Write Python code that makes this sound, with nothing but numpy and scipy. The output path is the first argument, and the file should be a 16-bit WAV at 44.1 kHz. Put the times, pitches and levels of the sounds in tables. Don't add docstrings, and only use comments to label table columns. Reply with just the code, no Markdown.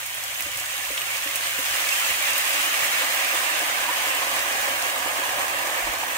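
import sys
import numpy as np
from scipy import signal
from scipy.fft import rfft, irfft, next_fast_len
from scipy.io import wavfile
from scipy.ndimage import uniform_filter1d, map_coordinates

SR = 44100
rng = np.random.default_rng(int(sys.argv[2]) if len(sys.argv) > 2 else 0)


def dump_mix(stems):
    frames = np.atleast_2d(stems).T
    limited = np.clip(frames, -1, 1)
    pcm = np.round(limited * 32767).astype(np.int16)
    wavfile.write(sys.argv[1], SR, pcm)


N = 272185
TIME = np.arange(N) / SR
FFT_SIZE = next_fast_len(N + SR // 2)
FFT_HZ = np.fft.rfftfreq(FFT_SIZE, 1 / SR) + 1e-3


def amp(db):
    return 10 ** (np.asarray(db) / 20)


def unit_rms(x):
    return x / np.sqrt(np.mean(x ** 2) + 1e-20)


def lean_right(db):
    return amp([[-db], [db]])


def wobble(per_s):
    coarse = np.arange(0, N + 64, 64)
    curve = map_coordinates(rng.standard_normal(int(N * per_s / SR) + 4), [coarse * per_s / SR])
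    return np.interp(np.arange(N), coarse, curve)


def at_ports(pair, colour, low_hz, high_hz):
    hz, *columns = np.transpose(colour)
    left_db, right_db, likeness, lead = (np.interp(np.log(FFT_HZ), np.log(hz), c) for c in columns)
    width = np.arccos(np.clip(likeness, 0, 1)) / 2
    mid, side = rfft(pair, FFT_SIZE) * [np.cos(width), np.sin(width)]
    band = 1 / np.sqrt((1 + (low_hz / FFT_HZ) ** 8) * (1 + (FFT_HZ / high_hz) ** 8))
    stereo = [amp(left_db) * (mid + side) * np.exp(1j * lead), amp(right_db) * (mid - side)]
    return unit_rms(irfft(band * stereo, FFT_SIZE)[:, :N])


def crackle(bed, per_s, spread_db, t60, clump_db):
    chance, draw = rng.random((2, N))
    size = -np.log(1 - draw).clip(-3, 0)
    hits = (chance < per_s / SR) * amp(spread_db * size + clump_db * wobble(17))
    power = signal.lfilter([1], [1, -amp(-120 / (t60 * SR))], hits ** 2)
    envelope = np.sqrt(bed + power) * amp(0.36 * clump_db * wobble(20))
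    return unit_rms(envelope * rng.standard_normal((2, N)))


def patches(pair, frame, span, depth_db):
    spectra = signal.stft(pair, nperseg=frame)[2]
    field = rng.standard_normal(spectra.shape[1:])
    field = uniform_filter1d(uniform_filter1d(field, span, 0), span, 1)
    return signal.istft(spectra * amp(depth_db * unit_rms(field)), nperseg=frame)[1][:, :N]


def ring_bubbles(rows, cycles, samples, scatter):
    start, db, hz = np.transpose(rows)[:, :, None]
    age = np.arange(samples)
    turns = hz * age / SR
    envelope = amp(db - 20 * turns / cycles) * (1 - np.exp(-3 * turns))
    phase = 2 * np.pi * turns * (1 + 0.0084 * turns)
    slip = 2 * np.pi * scatter * rng.random((len(start), 1))
    positions = (np.round(start * SR).astype(int) + age).ravel()
    rings = [envelope * np.sin(phase - lag) for lag in (0, slip)]
    return np.array([np.bincount(positions, ring.ravel(), N)[:N] for ring in rings])


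def swarm(per_s, hz, log_width, cycles, spread_db, samples):
    count = int(per_s * N / SR)
    when, draw = rng.random((count, 2)).T
    pitch = hz * np.exp(log_width * rng.standard_normal(count))
    level_db = -spread_db * np.log(1 - draw).clip(-4, 0)
    rows = np.transpose([when * (N - 1) / SR, level_db, pitch])
    return unit_rms(ring_bubbles(rows, cycles, samples, scatter=1))


def walls(dry):
    t, t60 = np.arange(2000) / SR, 0.079
    tail = rng.standard_normal((2, len(t))) * amp(-60 * t / t60)
    return dry + amp(-2) * signal.fftconvolve(dry, tail / np.linalg.norm(tail[0]), axes=1)[:, :N]


# pitch in Hz, level in dB, switch-off time in seconds.
HUM_TONES = [(46.7, -65, 9), (117.4, -62, 1.64)]
def appliances():
    out = np.zeros(N)
    for hz, db, off in HUM_TONES:
        envelope = amp(db + 0.64 * wobble(3.4)) * np.clip((off - TIME) / 0.05, 0, 1)
        out += np.sqrt(2) * envelope * np.sin(2 * np.pi * hz * TIME)
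    return out * lean_right(0.8)


# frequency in Hz, left and right gain in dB, likeness of the sides
RUMBLE_COLOUR = [(15, -10, -2, .7, 0), (35, -17, -2, 0.71, 0), (71, 3.5, 4, 0.77, 0), (118, 2, 1, 0.99, 0),
                 (201, -8.5, -3, 0.55, 0), (300, -17, -20, .9, 0)]
# crest time in seconds, level in dB.
GRIP_SHIFTS = [(.46, -48), (.56, -50), (1.71, -51), (2.11, -49), (2.82, -52), (4.33, -49), (5.37, -51),
               (5.56, -59), (5.89, -51)]
def rumble():
    rise_s, t60 = 0.01, 0.19
    level = amp(-62.5 + 0.83 * TIME)
    for crest, db in GRIP_SHIFTS:
        attack = np.exp(np.minimum(TIME - crest, 0) / rise_s)
        level += attack * amp(db - 60 * np.maximum(TIME - crest, 0) / t60)
    return level * at_ports(rng.standard_normal((2, N)), RUMBLE_COLOUR, low_hz=9.2, high_hz=400)


# centre in seconds, level in dB, pitch in Hz, half-width in seconds.
BODY_KNOCKS = [(0.901, -52, 42, .035), (5.858, -40, 38, .025), (5.892, -39, 48, .02),
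               (5.927, -51, 66, 0.016)]
def knocks():
    out = np.zeros(N)
    for centre, db, hz, half_width in BODY_KNOCKS:
        t = TIME - centre
        out += amp(db) * np.exp(-(t / half_width) ** 2) * np.cos(2 * np.pi * hz * t)
    return out * lean_right(0.8)


# start in seconds, level in dB, pitch in Hz.
AIR_GULPS = [(0.461, -38.5, 304), (0.911, -41, 297), (1.259, -35, 298), (1.586, -35, 279),
             (2.578, -42, 286), (3.339, -35.5, 338), (4.328, -37, 317), (5.054, -36.5, 296),
             (5.869, -34, 320)]
def bottle_glugs():
    out, t = np.zeros(N + SR), np.arange(SR // 8) / SR
    attack_s, t60 = 0.0016, 0.09
    for start, db, hz in AIR_GULPS:
        tone = np.sin(2 * np.pi * hz * t) + amp(2) * np.sin(2 * np.pi * 1.9 * hz * t)
        envelope = amp(db - 60 * t / t60) * (1 - np.exp(-t / attack_s))
        out[round(start * SR):][:len(t)] += envelope * tone
    return out[:N] * lean_right(1.1)


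# start in seconds, length in seconds, pitch in Hz, level in dB.
FAINT_TONES = [(3.71, 0.07, 2150, -37), (3.829, 0.139, 1013, -36.5)]
def faint_tones():
    out = np.zeros(N + SR)
    rise, flutter_hz, rough_db = 0.043, 74, 4
    for start, length, hz, db in FAINT_TONES:
        progress = np.arange(round(length * SR)) / (length * SR)
        knots = rng.standard_normal((2, 16))
        flutter, rough = (np.interp(progress, np.linspace(0, 1, 16), k) for k in knots)
        pitch = hz * (1 + rise * progress) + flutter_hz * flutter
        tone = np.sqrt(2) * np.sin(2 * np.pi * np.cumsum(pitch) / SR)
        envelope = amp(db + rough_db * rough) * np.sqrt(np.sin(np.pi * progress))
        out[round(start * SR):][:len(tone)] += envelope * tone
    return out[:N] * lean_right(2.5)


# start in seconds, level in dB, band centre in Hz.
FAT_SPITS = [(0.0615, -13, 12770), (0.1481, -16, 12500), (0.2379, -13, 8780), (0.406, -10, 11800),
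             (0.4234, -14, 6670), (0.5462, -21, 8830), (0.573, -13, 8500), (0.586, -20, 8500),
             (0.598, -14, 8500), (0.6584, -17, 8700), (0.6923, -23, 8790), (1.1697, -14, 6150),
             (1.275, -17, 4500), (1.358, -8, 10000), (1.5818, -15, 13500), (1.59, -13, 14000),
             (1.6, -14, 14000), (1.7105, -15, 6000), (1.7614, -15, 13000), (1.8901, -9.5, 5450),
             (2.3331, -11, 7660), (2.3795, -4, 13700), (2.495, -9, 13900), (3.3478, -13, 8520),
             (4.1495, -12, 9880), (4.3919, -13, 6380), (4.5246, -16.5, 6620), (4.8244, -13, 6820)]
def fat_spits():
    out, t = np.zeros((2, N + SR)), np.arange(400) / SR
    hz = np.fft.rfftfreq(len(t), 1 / SR) + 1
    attack_s, t60 = 0.00046, 0.0054
    for start, db, centre_hz in FAT_SPITS:
        band = np.exp(-(np.log(hz / centre_hz) / 0.63) ** 2)
        hiss = unit_rms(irfft(rfft(rng.standard_normal((2, len(t)))) * band))
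        envelope = amp(db - 60 * t / t60) * (1 - np.exp(-t / attack_s))
        out[:, round(start * SR):][:, :len(t)] += envelope * hiss
    return out[:, :N] * lean_right(1.1)


# start in seconds, level in dB, pitch in Hz.
BUBBLE_POPS = [(0.3988, -13, 2540), (0.407, -11.5, 2180), (0.904, -27, 525), (0.9782, -8.5, 3020),
               (1.0173, -14, 2610), (1.2745, -18, 2440), (1.359, -14, 2400), (1.408, -16.5, 1740),
               (1.437, -16, 4000), (1.582, -12.5, 2600), (1.586, -12, 1970), (2.1086, -12, 2450),
               (2.579, -20, 1050), (2.833, -10, 1800), (3.28, -15, 1950), (3.355, -20.5, 980),
               (4.347, -22, 800), (4.552, -16.5, 743), (5.062, -16, 684), (5.068, -20, 1000),
               (5.433, -21, 864), (5.696, -18, 794), (5.934, -22, 2000), (6.032, -16.5, 845)]
def bubble_pops():
    return ring_bubbles(BUBBLE_POPS, cycles=4.2, samples=600, scatter=0.12) * lean_right(1.2)


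# frequency in Hz, left and right gain in dB, likeness
SPRAY_COLOUR = [(3240, 4, 1.5, 0.04, 3), (4140, -11, -7, 0.8, 2), (5140, -12, -19, 0.1, 4),
                (6360, -11, -9.5, 0.01, 3.5), (7150, -13.5, -10, 0.07, 3), (8820, -12, -9.5, .03, -0.5),
                (9800, -15, -12, 0, 0), (11200, -17, -17, 0, 0), (12500, -14.5, -12.5, .02, 0.5),
                (14500, -14.5, -13, .05, 4.5), (15700, -14.5, -13, .05, -1)]
def spray(bed):
    wetted_s = 3.45
    db = 2 - 0.97 * np.minimum(TIME, wetted_s) + 0.67 * np.maximum(TIME - wetted_s, 0)
    fizz = crackle(bed, per_s=300, spread_db=3.2, t60=0.0054, clump_db=0.33)
    fizz = patches(fizz, frame=64, span=4, depth_db=1)
    fizz = patches(fizz, frame=1024, span=3, depth_db=1.93)
    return amp(db) * at_ports(fizz, SPRAY_COLOUR, low_hz=4530, high_hz=23600)


GURGLE_COLOUR = [(169, -23, -27, 0.94, 0), (242, -19.5, -15.5, 1, 0), (320, -12.5, -11.5, 0.89, -0.85),
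                 (442, -18, -16, 0.1, 0.6), (516, -4.5, -7, 1, 1), (548, -7, -2.5, 1, 0.55),
                 (642, -2, -11, 0.8, -0.02), (741, -3, 0.5, 0.18, 1.1), (912, -9, -2.5, 0, -3),
                 (993, -13, 2, 0.23, 1), (1190, 1, 0.3, 0.35, 4), (1300, -25, -1, 0.67, 2),
                 (1405, -7, -11.5, 0.65, 3), (1650, 1.5, 7, 0.29, 2.2)]
def large_bubbles(bed):
    pool_s, full_s = 2.24, 5.26
    db = -8 + 3 * (np.clip(TIME, pool_s, full_s) - pool_s)
    gurgle = crackle(bed, per_s=90, spread_db=1.2, t60=0.015, clump_db=0.13)
    gurgle = patches(gurgle, frame=2048, span=3, depth_db=1.6)
    rings = swarm(per_s=200, hz=720, log_width=0.454, cycles=4.7, spread_db=0.67, samples=400)
    return amp(db) * at_ports(gurgle + amp(-18) * rings, GURGLE_COLOUR, low_hz=215, high_hz=1513)


SIZZLE_COLOUR = [(1090, -1, 0.5, 0.57, 2), (1270, -3.5, -3.5, 0.15, 2.3), (1440, -3, -1, 0.65, 2.26),
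                 (1556, -5.5, -2.5, 0.05, 3.6), (1710, -1, -2.1, 0.8, 1.6), (1920, -6.5, 0.9, 0.13, 1.92),
                 (2200, 0, 0.5, 0.5, 2.24), (2480, -1, 1.5, 0.46, 1.67), (2740, -13, 3.8, 0.37, 3.5),
                 (2940, 1.5, -1.7, 0.52, 1.53), (3260, -8, -5, 0.12, 4.4), (3730, -9.5, -7.5, 0.2, 1.36),
                 (4640, -8, -16.5, 0.3, 0.5), (4630, -10.5, -7, 0.04, 3.2)]
def small_bubbles(bed):
    sizzle = crackle(bed, per_s=140, spread_db=1.8, t60=0.0035, clump_db=0.94)
    sizzle = patches(sizzle, frame=2048, span=2, depth_db=3.5)
    rings = swarm(per_s=300, hz=2112, log_width=0.352, cycles=10.5, spread_db=1.9, samples=300)
    droplets = swarm(per_s=110, hz=2820, log_width=0.35, cycles=1, spread_db=1.7, samples=80)
    mix = sizzle + amp(-18.5) * rings + amp(-16.5) * droplets
    return at_ports(mix, SIZZLE_COLOUR, low_hz=1285, high_hz=4780)


# time in seconds, level in dB.
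BOIL_VIGOUR = [(0.0, -33), (0.45, -31.5), (1.27, -29), (1.61, -28.5), (1.76, -26.5), (1.85, -27),
               (1.95, -26), (2.84, -25.5), (3.6, -26.5), (4.42, -27.5), (5.0, -29), (5.75, -29.5),
               (6.17, -30.5)]
def boiling_wine():
    vigour_db = np.interp(TIME, *np.transpose(BOIL_VIGOUR))
    bed = amp(0.88 * (vigour_db - vigour_db.min()))
    boil = large_bubbles(bed) + small_bubbles(bed) + spray(bed)
    surge_db = 0.11 * wobble(9) + 0.46 * wobble(30)
    return amp(vigour_db + surge_db) * boil


def scene():
    skillet = walls(bubble_pops() + fat_spits()) + boiling_wine() + faint_tones()
    return skillet + bottle_glugs() + appliances() + knocks() + rumble()


def record(dry):
    top_hz = 15750
    return irfft(rfft(dry, FFT_SIZE) * (FFT_HZ < top_hz), FFT_SIZE)[:, :N]


dry = scene()
out = record(dry)
dump_mix(out)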